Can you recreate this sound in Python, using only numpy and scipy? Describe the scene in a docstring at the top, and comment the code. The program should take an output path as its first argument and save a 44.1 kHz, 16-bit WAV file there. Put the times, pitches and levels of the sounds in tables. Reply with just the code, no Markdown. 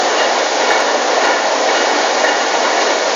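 """A steel rolling mill runs in a large factory hall, heard from high above the floor.
From the start, stands and conveyors roar, drives hum, cooling spray hisses and small impacts keep
the steel rattling. Dull knocks on the conveyors come in at once, then bright pings of steel on steel.
From 0.2 s on, loose steel clanks about twice a second, some blows in pairs, its modes smeared by
the hall's echoes. All of it passes through a narrow-band recorder that just overloads."""
import sys
import numpy as np
from scipy import signal
from scipy.fft import rfft, irfft, next_fast_len
from scipy.io import wavfile
from scipy.ndimage import uniform_filter1d

SR = 44100
rng = np.random.default_rng(int(sys.argv[2]) if len(sys.argv) > 2 else 0)


def int16_out(signal):
    """Quantize to a 16-bit WAV file."""
    q = np.round(np.clip(np.atleast_2d(signal).T, -1, 1) * 32767)
    wavfile.write(sys.argv[1], SR, q.astype(np.int16))


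N = 138915


def amp(db):
    """Amplitude ratio: a factor of ten for every 20 dB."""
    return 10 ** (np.asarray(db) / 20)

def unit(x):
    """Normalisation to rms 1."""
    return x / np.sqrt(np.mean(x ** 2) + 1e-20)

def envelope(points):
    """Amplitude envelope: gain interpolated from (time [s], level [dB])."""
    return amp(np.interp(np.arange(N) / SR, *np.transpose(points)))

def response(spectrum):
    """Spectral envelope: gain as a function of frequency, interpolated on a logarithmic axis."""
    hz, db = np.transpose(spectrum)
    return lambda f: amp(np.interp(np.log(f + 1), np.log(hz + 1), db))

def coloured(x, gain):
    """Linear filtering: the spectrum of x is multiplied by gain(frequency)."""
    return irfft(rfft(x, 2 * N) * gain(np.fft.rfftfreq(2 * N, 1 / SR)))[:N]

def noise(gain):
    """Stationary noise of rms 1: white noise weighted by gain(frequency)."""
    size = next_fast_len(N, True)
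    white = rfft(rng.standard_normal(size))
    return unit(irfft(white * gain(np.fft.rfftfreq(size, 1 / SR)), size)[:N])

def steadied(x):
    """Division by the running rms evens out a noise's slow swings and keeps its grain."""
    power = uniform_filter1d(uniform_filter1d(x ** 2, size=2200), size=1500)
    return unit(x / np.sqrt(abs(power) + 1e-20))

def wash(spectrum, patchy_db):
    """Random modulation: noise whose level drifts in patches of time and frequency."""
    real, imag, patches = rng.standard_normal((3, N // 256 + 5, 513))  # frames by frequency bins
    patches = unit(uniform_filter1d(uniform_filter1d(patches, size=8, axis=0), size=4, axis=1))
    frames = (real + 1j * imag) * amp(patchy_db * patches)
    patchy = signal.istft(frames.T, nperseg=1024, noverlap=768)[1][:N]
    return unit(coloured(patchy, response(spectrum)))

def ring(hz, half_width_hz):
    """Resonance in a diffuse field: echoes scramble its phase into narrow-band noise."""
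    return noise(lambda f: 1 / (1 + ((f - hz) / half_width_hz) ** 2))

def tone(hz, waver_hz, flutter_db=2.5):
    """Frequency and amplitude modulation: a clear partial wavers among the echoes."""
    drift, flutter = unit(uniform_filter1d(rng.standard_normal((2, N)), size=400))
    phase = 2 * np.pi * np.cumsum(hz + waver_hz * drift) / SR
    return unit(amp(flutter_db * flutter) * np.sin(phase))

def blow(sound, start, rise_s, hold_s, t60):
    """Reverberation of an impact: echoes build to about rms 1, hold, then decay exponentially."""
    t = np.arange(N) / SR - start
    shape = np.clip(t / rise_s, 0, 1) * amp(-60 * np.maximum(t - rise_s - hold_s, 0) / t60)
    shaped = sound * shape
    return shaped * np.sqrt(np.sum(shape ** 2) / (np.sum(shaped ** 2) + 1e-20))


# hum of the drives and resonances of the stands: (frequency [Hz], half-width [Hz], level [dB])
HUM_BANDS = [(156, 5.4, -60.5), (251.3, 8.2, -40), (297.8, 7.3, -38), (553, 18, -35), (635, 16, -30.5),
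             (801, 20, -31), (1002, 35, -38)]

def hum():
    """Forced vibration: the drives and stands sound in narrow, wavering bands."""
    return sum(amp(db) * ring(hz, width) for hz, width, db in HUM_BANDS)


# spectrum of the roar: (frequency [Hz], relative spectral density [dB])
ROAR_SPECTRUM = [(20, -68.5), (90, -58.5), (125, -46.5), (160, -36), (200, -20.5), (245, -18), (300, -8.5),
                 (370, -7), (470, -1), (620, -0.5), (700, -0.5), (790, -1), (900, -4), (1030, -5.5),
                 (1150, -8), (1290, -10.5), (1600, -11), (2000, -13), (2500, -18.5), (4000, -21.5),
                 (8000, -28)]
# slow swells of the roar: (time [s], level [dB])
ROAR_ENVELOPE = [(0, -15), (.42, -15.5), (.5, -17.5), (.6, -15), (.9, -17), (1.02, -17), (1.12, -14),
                 (1.36, -17), (1.43, -17.5), (1.52, -15.5), (1.8, -15), (2.1, -15.5), (2.4, -16.5),
                 (2.5, -17), (2.6, -15.5), (2.9, -15), (3, -18), (3.15, -16.5)]

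def roar():
    """Broadband machine noise: stands and roller conveyors radiate a continuous spectrum."""
    return envelope(ROAR_ENVELOPE) * steadied(wash(ROAR_SPECTRUM, patchy_db=1.2))


# spectrum of the hiss: (frequency [Hz], relative spectral density [dB])
SPRAY_SPECTRUM = [(300, -39), (1500, -15), (2500, -3), (3300, -1.5), (4300, 1), (5200, 0), (6200, 0.5),
                  (7000, -1), (9000, -2.5)]
# slow swells of the hiss: (time [s], level [dB])
SPRAY_ENVELOPE = [(0, -19.5), (.25, -20.5), (.6, -19), (.95, -21), (1.25, -21), (1.42, -21.5),
                  (1.63, -19.5), (1.83, -19.5), (2.35, -20), (2.7, -20), (2.81, -19.5), (2.92, -19.5),
                  (3.15, -19.5)]

def spray():
    """Flow noise: cooling water gives an even, high-frequency hiss."""
    return envelope(SPRAY_ENVELOPE) * wash(SPRAY_SPECTRUM, patchy_db=0.5)


# modes of the steel, for rattle and clanks:
# (frequency [Hz], half-width [Hz], relative level struck [dB], relative level rattling [dB])
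STEEL_MODES = [(1435, 41, 0.5, -1.5), (1736, 46, -0.5, -5), (1800, 110, -2, -1), (1881, 71, 0.5, -1),
               (2229, 33, 1, -2.5), (2442, 28, -18, -11), (2874, 97, -4.5, -6.5), (3328, 28, -11.5, -15),
               (3800, 89, -5.5, -10.5), (4200, 95, -7, -10)]

def rattle(hits_per_s=140, spread_db=5, hall_t60=0.5, level_db=-26):
    """Incoherent addition: the energies of many small impacts sum and keep the steel ringing."""
    struck = rng.random(N) < hits_per_s / SR
    hits = struck * amp(spread_db * np.minimum(rng.exponential(1, N), 3))
    tail = amp(-60 * np.arange(N) / SR / hall_t60)
    energy = abs(irfft(rfft(hits ** 2) * rfft(tail ** 2), N))
    modes = steadied(sum(amp(db) * ring(hz, width) for hz, width, _, db in STEEL_MODES))
    return amp(level_db) * unit(np.sqrt(energy) * modes)


# broad body of a knock: (frequency [Hz], relative spectral density [dB])
KNOCK_SPECTRUM = [(60, -64.5), (130, -44), (250, -15), (500, -3.5), (800, 5.5), (1100, -10.5),
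                  (1500, -12.5), (2200, -16.5), (4000, -26.5), (7000, -37)]
# blows on the conveyors: (time [s], resonance [Hz], level [dB], decay time T60 [s])
CONVEYOR_KNOCKS = [(.036, 560, -19.5, 0.072), (.198, 590, -17, 0.051), (0.241, 292, -34, 0.17),
                   (0.344, 350, -30, 0.24), (.586, 487, -18, .2), (0.699, 820, -13.5, 0.21),
                   (0.774, 920, -18.5, 0.46), (0.94, 570, -13.5, .12), (1.086, 357, -25.5, .1),
                   (1.164, 586, -18, 0.085), (1.238, 910, -17, 0.2), (1.293, 536, -17, 0.11),
                   (1.679, 430, -20.5, .15), (2.227, 630, -13, 0.045), (2.389, 840, -25, 0.076),
                   (2.534, 673, -15, .08), (2.637, 1010, -19.5, 0.25), (2.803, 746, -18, 0.085),
                   (3.049, 636, -18, .12)]

def knocks(relative_width=0.096, body_db=-5):
    """Damped resonance: each dull blow on a conveyor favours the frequency of the part it hits."""
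    body = amp(body_db) * noise(response(KNOCK_SPECTRUM))
    out = np.zeros(N)
    for start, hz, db, t60 in CONVEYOR_KNOCKS:
        thud = ring(hz, relative_width * hz) + body
        out += amp(db) * blow(thud, start, rise_s=0.012, hold_s=0.0069, t60=t60)
    return out


# chink of a light contact: (frequency [Hz], relative spectral density [dB])
CHINK_SPECTRUM = [(1200, -26.5), (2600, -9.5), (4200, 3.5), (7000, -0.5)]
# steel on steel: (time [s], frequency [Hz], ring level [dB], chink level [dB], ring T60 [s])
STEEL_PINGS = [(.085, 2900, -31, -43, .25), (0.176, 2845, -23, -22.5, 0.3), (.712, 2840, -35, -25, .3),
               (.855, 2930, -35, -37, 0.23), (1.238, 2825, -27, -21.5, 0.35),
               (1.753, 2885, -25, -22.5, 0.42), (2.179, 2830, -30, -21.5, 0.26),
               (2.275, 2866, -27.5, -37, .25), (2.802, 2875, -27, -16.5, .14)]

def pings(rise_s=0.013, hold_s=0.0065):
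    """Impulse excitation: a brief, light contact gives a bright chink and rings one high mode."""
    chink = noise(response(CHINK_SPECTRUM))
    out = np.zeros(N)
    for start, hz, ring_db, chink_db, t60 in STEEL_PINGS:
        out += amp(ring_db) * blow(tone(hz, waver_hz=31.6), start, rise_s, hold_s, t60)
        out += amp(chink_db) * blow(chink, start, rise_s, hold_s, t60=0.14)
    return out


# crash of a clank: (frequency [Hz], relative spectral density [dB])
CRASH_SPECTRUM = [(70, -76), (150, -42), (330, -17.5), (500, -0.5), (800, 2), (980, 6.5), (1150, -12),
                  (1300, -18), (2000, -13), (2600, -23.5), (4500, -25.5), (7000, -34)]
# low, middle and high register of the steel: (lower edge [Hz], upper edge [Hz])
STEEL_REGISTERS = [(1000, 1580), (1580, 2070), (2070, 6000)]
# clanks, about one per turn of the machinery: (time [s], crash level [dB], low modes [dB],
# middle modes [dB], high modes [dB], tone level [dB], clatter duration [s])
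STEEL_CLANKS = [(0.189, -24, -30.5, -22.5, -27, -27.5, 0.041), (.59, -29.5, -32, -30, -32, -33, 0.019),
                (0.677, -20.5, -25.5, -22, -25.5, -34.5, 0.074),
                (0.859, -22.5, -34.5, -29, -35, -37, 0.036),
                (1.209, -22.5, -24.5, -24.5, -28.5, -31.5, 0.14),
                (1.671, -30, -28.5, -30.5, -25.5, -31.5, 0.015), (1.742, -34, -26, -30, -34, -37, 0.052),
                (2.234, -23.5, -24.5, -18.5, -33, -23.5, 0.044), (2.763, -24, -39, -27, -26, -33, .025),
                (2.864, -32, -37, -32, -28.5, -41, .035)]

def clanks(rise_s=0.009):
    """Modal superposition: each blow on loose steel mixes its modes, a crash and one clear tone."""
    crash = steadied(noise(response(CRASH_SPECTRUM)))
    registers = []
    for low, high in STEEL_REGISTERS:
        rings = [amp(db) * ring(hz, width) for hz, width, db, _ in STEEL_MODES if low <= hz < high]
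        registers.append(steadied(sum(rings)))
    clear = tone(hz=1860, waver_hz=20)
    out = np.zeros(N)
    for start, crash_db, *registers_db, tone_db, clatter_s in STEEL_CLANKS:
        modes = sum(amp(db) * register for db, register in zip(registers_db, registers))
        out += amp(crash_db) * blow(crash, start, rise_s, clatter_s, t60=0.55)
        out += np.std(modes) * blow(modes, start, rise_s, clatter_s, t60=0.45)
        out += amp(tone_db) * blow(clear, start, rise_s, hold_s=0.03, t60=0.4)
    return out


def scene():
    """Linear superposition: the pressures of all sources add at one microphone."""
    return (hum() + roar() + spray() + rattle() + knocks() + pings() + clanks())[None]


# the recorder's bass and treble roll-off: (frequency [Hz], gain [dB])
RECORDER_RESPONSE = [(0, -18), (70, -8), (130, 0), (6900, 0), (7100, -6), (7300, -17), (7500, -27),
                     (7800, -35), (8200, -38), (8900, -41), (9400, -60), (22050, -90)]

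def record(dry, ceiling=0.76, cutoff_hz=15800):
    """Band limiting and overload: bass and treble roll off, peaks clip, and a low-pass follows."""
    narrow = coloured(dry[0], lambda f: amp(np.interp(f, *np.transpose(RECORDER_RESPONSE))))
    clipped = np.clip(narrow, -ceiling, ceiling)
    low_pass = signal.firwin(511, cutoff_hz, window=("kaiser", 9), fs=SR)
    return signal.oaconvolve(clipped, low_pass, "same")[None]


dry = scene()
out = record(dry)
int16_out(out)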